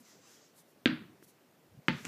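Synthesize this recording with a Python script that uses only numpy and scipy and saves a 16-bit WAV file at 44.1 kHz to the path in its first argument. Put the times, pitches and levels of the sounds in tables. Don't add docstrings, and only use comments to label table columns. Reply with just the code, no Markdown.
import sys
import numpy as np
from scipy import signal
from scipy.fft import rfft, irfft
from scipy.io import wavfile
from scipy.ndimage import uniform_filter1d, map_coordinates

SR = 44100
rng = np.random.default_rng(int(sys.argv[2]) if len(sys.argv) > 2 else 0)


def volts_from_decibels(level):
    exponent = np.asarray(level, float) / 20
    return 10 ** exponent


def inscribe(sig):
    pcm = np.round(np.clip(np.atleast_2d(sig).T, -1, 1) * 32767)
    wavfile.write(sys.argv[1], SR, pcm.astype(np.int16))


N = 91287

# (time [s], pop level [dB], pop frequency [Hz], boards level [dB], room level [dB])
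BOUNCES = [
    (0.8581, -10, 2760, -26, -35.5),
    (1.88356, -13, 2160, -29.5, -37),
]
# (frequency [Hz], level per Hz [dB])
FELT_SPECTRUM = [(880, -52.5), (2670, -8.5), (5190, -2), (9000, 0), (12500, 0), (14000, -1.5), (15300, -12)]


def unit(x):
    return x / np.sqrt(np.mean(x ** 2) + 1e-20)


def along(points, hz):
    f, v = np.transpose(points)
    return np.interp(np.log(hz + 1), np.log(f + 1), v)


def since(s):
    return np.maximum(np.arange(N) / SR - s, 0)


def hiss(spectrum, patchy_db):
    z = signal.stft(rng.standard_normal(N + 512), nperseg=512)[2]
    field = uniform_filter1d(rng.standard_normal(z.shape), size=6, axis=0)
    field = uniform_filter1d(field, size=10, axis=1)
    x = signal.istft(z * volts_from_decibels(patchy_db * unit(field)), nperseg=512)[1][:N]
    gain = volts_from_decibels(along(spectrum, np.fft.rfftfreq(N, 1 / SR)))
    return unit(irfft(rfft(x) * gain, N))


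def air():
    # (frequency [Hz], level per Hz [dB])
    air_spectrum = [(25, -22), (60, -15), (120, -1), (300, 0), (550, -4), (1000, -11), (2500, -17),
                    (10000, -25.5), (14000, -23)]
    return volts_from_decibels(-65) * hiss(air_spectrum, patchy_db=1.2)


def pop(s, hz, cycles):
    u = since(s) * hz
    return -np.sin(2 * np.pi * u) * u / cycles * np.exp(1 - u / cycles)


def strokes(rows):
    t = np.arange(N) / SR
    total = np.zeros(N)
    for s, db, rise, fall in rows:
        width = np.where(t < s, rise, fall)
        total += volts_from_decibels(db) * np.exp(-.5 * ((t - s) / width) ** 2)
    return total


def hands():
    # (time [s], level [dB], rise [s], fall [s])
    brushes = [(.09, -70.5, 0.029, 0.042), (0.32, -69, 0.048, 0.053), (.59, -61.5, 0.023, 0.02),
               (.705, -73, 0.029, 0.016), (1.244, -61.5, 0.012, 0.0068), (1.29, -65, 0.017, 0.018),
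               (2.02, -65.5, 0.05, 0.05), (.003, -67, .01, 0.017)]
    # (time [s], level [dB], rise [s], fall [s])
    rubs = [(.085, -63, 0.04, 0.075), (.3, -61.5, 0.052, 0.094), (.44, -73, 0.018, 0.058),
            (2.01, -61.5, 0.081, 0.09)]
    # (frequency [Hz], level per Hz [dB])
    palm_spectrum = [(410, -17), (1080, -5), (2060, -6.5), (3900, -8), (4700, -3.5), (6270, -1),
                     (7700, -5.5), (8300, -14), (13000, -34.5)]
    # (time [s], level [dB], frequency [Hz], decay [cycles])
    knocks = [(.002, -53.5, 241, 1.4), (1.2241, -48, 332, 0.72), (1.2266, -47.5, 1560, 0.47),
              (1.68, -62, 76, 0.63), (1.714, -54, 94, 1), (1.742, -52.5, 166, 0.68),
              (1.772, -45, 118, 0.66), (1.788, -45, 148, 0.44), (2.047, -43.5, 380, 1.3),
              (2.053, -37, 290, 0.37), (2.064, -32, 160, 2.1)]
    fingers = strokes(brushes) * hiss(FELT_SPECTRUM, patchy_db=1)
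    palms = strokes(rubs) * hiss(palm_spectrum, patchy_db=1.5)
    thuds = sum(volts_from_decibels(db) * pop(s, hz, cycles) for s, db, hz, cycles in knocks)
    return fingers + palms - thuds


def squash(s, hz):
    pop_cycles, roundness = 1.5, 0.35
    u = np.minimum(since(s) * hz, pop_cycles)
    return -np.sin(2 * np.pi * u) * np.abs(np.sin(np.pi * u / pop_cycles)) ** roundness


def shell_and_echoes(s, pop_db, hz, delays, levels):
    felt_hz, leak_db = 5300, -11
    shell = volts_from_decibels(pop_db) * squash(s, hz)
    for delay, db in zip(delays, levels):
        shell += volts_from_decibels(pop_db + db) * squash(s + delay, hz)
    felt = signal.butter(N=4, Wn=felt_hz, fs=SR, output="sos")
    return signal.sosfiltfilt(felt, shell) + volts_from_decibels(leak_db) * shell


def wander(per_s):
    points = rng.standard_normal(int(N * per_s / SR) + 4)
    return map_coordinates(points, [np.arange(N) * per_s / SR])


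def ring_boards(s, modes, hold_s):
    lag_s, rise_s = .0006, .0007
    settle_s, settle_db = 0.0074, -14
    wander_rad, wander_per_s = 1.1, 30
    t = since(s + lag_s)
    settle = volts_from_decibels(settle_db / 2 * (1 + np.tanh((t - hold_s) / settle_s)))
    drift = wander_rad * (1 - np.exp(-t * wander_per_s))
    ringing = np.zeros(N)
    for f, db, t60 in modes:
        phase = 2 * np.pi * f * t + drift * wander(wander_per_s)
        ringing += volts_from_decibels(db - 60 * t / t60) * np.sin(phase)
    return (1 - np.exp(-t / rise_s)) * settle * ringing


def tail(s):
    # (frequency [Hz], level per Hz [dB])
    tail_spectrum = [(240, -19), (480, -3.5), (630, -12), (939, -7.5), (1550, 1), (2400, -2.5),
                     (4750, -10.5), (5250, -19), (9000, -31), (22000, -110)]
    # (frequency [Hz], t60 [s])
    tail_t60 = [(400, 0.49), (1500, 0.42), (4000, 0.42), (6000, .2), (9000, 0.08)]
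    rise_s, early_db, early_t60 = 0.00011, 14, 0.014
    hz, t, z = signal.stft(rng.standard_normal(SR), SR, nperseg=256)
    z = z * volts_from_decibels(along(tail_spectrum, hz))[:, None]
    level = np.sqrt(np.mean(signal.istft(z, SR, nperseg=256)[1] ** 2))
    decay = volts_from_decibels(-60 * t / along(tail_t60, hz)[:, None])
    x = signal.istft(z * decay, SR, nperseg=256)[1][:SR] / level
    t = since(s)
    shape = (1 - np.exp(-t / rise_s)) * (1 + volts_from_decibels(early_db - 60 * t / early_t60))
    return shape * np.pad(x, (round(s * SR), N))[:N]


def ball():
    # (frequency [Hz], level [dB], t60 [s])
    board_modes = [
        [(70.4, -7, 0.11), (149, -8, 0.33), (179.3, -8.5, 0.3), (229.8, -4.5, 0.38), (254.5, 1.5, 0.33),
         (275.4, 7.5, 0.083), (310, -5.5, 0.7), (352, -3.5, 0.09), (474, -7, 0.094), (565, -24, 0.45),
         (715, -18.5, 0.097), (1573, 4.5, .04), (932, -16, 0.044)],
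        [(73, -12, 0.4), (149.4, -4, 0.8), (183.8, -3, 0.2), (201, 3, 0.13), (245.7, 3, 0.18), (297, 1, 0.11),
         (331, -9.5, 0.24), (511.5, -10, 0.15), (880, -4, 0.14), (2040, 3, 0.041)],
    ]
    echo_delays = [
        [.0012, .0034, .0107, .0157, .0175, .021],
        [.0023, .0047, .0112, .0156, .019, .023],
    ]
    echo_levels = [
        [-30, -28, -16.5, -14, -17, -19],
        [-9, -41, -15.5, -14.5, -21, -16],
    ]
    holds_s = (0.1, 0.077)
    out = np.zeros(N)
    for bounce, modes, delays, levels, hold_s in zip(BOUNCES, board_modes, echo_delays, echo_levels, holds_s):
        s, pop_db, hz, board_db, room_db = bounce
        out += shell_and_echoes(s, pop_db, hz, delays, levels)
        out += volts_from_decibels(board_db) * ring_boards(s, modes, hold_s)
        out += volts_from_decibels(room_db) * tail(s)
    return out


def fuzz():
    t60 = 0.034
    fades = np.zeros(N)
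    for db, bounce in zip((-58.5, -50), BOUNCES):
        t = since(bounce[0])
        fades += volts_from_decibels(db - 60 * t / t60) * (t > 0)
    return fades * hiss(FELT_SPECTRUM, patchy_db=1)


def booms():
    # (frequency [Hz], level per Hz [dB])
    boom_spectrum = [(60, -23), (110, -7), (180, -3), (260, -7.5), (350, -10), (500, -31), (800, -49.5)]
    t60, rise_s = 0.82, 0.023
    fades = np.zeros(N)
    for db, bounce in zip((-41, -41.5), BOUNCES):
        t = since(bounce[0])
        fades += volts_from_decibels(db - 60 * t / t60) * (1 - np.exp(-t / rise_s))
    return fades * hiss(boom_spectrum, patchy_db=2)


def case():
    # (time [s], level [dB], upper resonance level re lower [dB])
    ticks = [(2.047, -38, -14), (2.05188, -25.5, 1), (2.0527, -36, -9), (2.0554, -33, -7),
             (2.0561, -34, -7), (2.0575, -38, -12), (2.0598, -41, -14), (2.0632, -43, -3),
             (2.0688, -39, -9)]
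    # (frequency [Hz], level per Hz [dB])
    rattle_spectrum = [(250, -12), (400, 3), (900, 3), (2300, -2), (4500, -6), (6500, -6), (9500, -12),
                       (15500, -17)]
    low_hz, low_cycles = 2300, .42
    high_hz, high_cycles = 6900, .7
    rattle_s, rattle_db, rattle_t60 = 2.0465, -42, .25
    ringing = np.zeros(N)
    for s, db, bright_db in ticks:
        low = pop(s, low_hz, low_cycles)
        high = volts_from_decibels(bright_db) * pop(s, high_hz, high_cycles)
        ringing += volts_from_decibels(db) * (low + high)
    t = since(rattle_s)
    fade = volts_from_decibels(rattle_db - 60 * t / rattle_t60) * np.tanh(t / rattle_t60 * 20)
    return ringing + fade * hiss(rattle_spectrum, patchy_db=1)


def scene():
    return (air() + hands() + ball() + fuzz() + booms() + case())[None]


def low_pass(x):
    return signal.sosfilt(signal.butter(12, 15330, fs=SR, output="sos"), x)


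def record(dry):
    mic_low_hz, top_hz = 119, 15300
    low_cut = signal.butter(N=2, Wn=mic_low_hz, btype="high", fs=SR, output="sos")
    spectrum = rfft(signal.sosfilt(low_cut, dry))
    band = irfft(spectrum * (np.fft.rfftfreq(N, 1 / SR) < top_hz), N)
    return low_pass(band)


dry = scene()
out = record(dry)
inscribe(out)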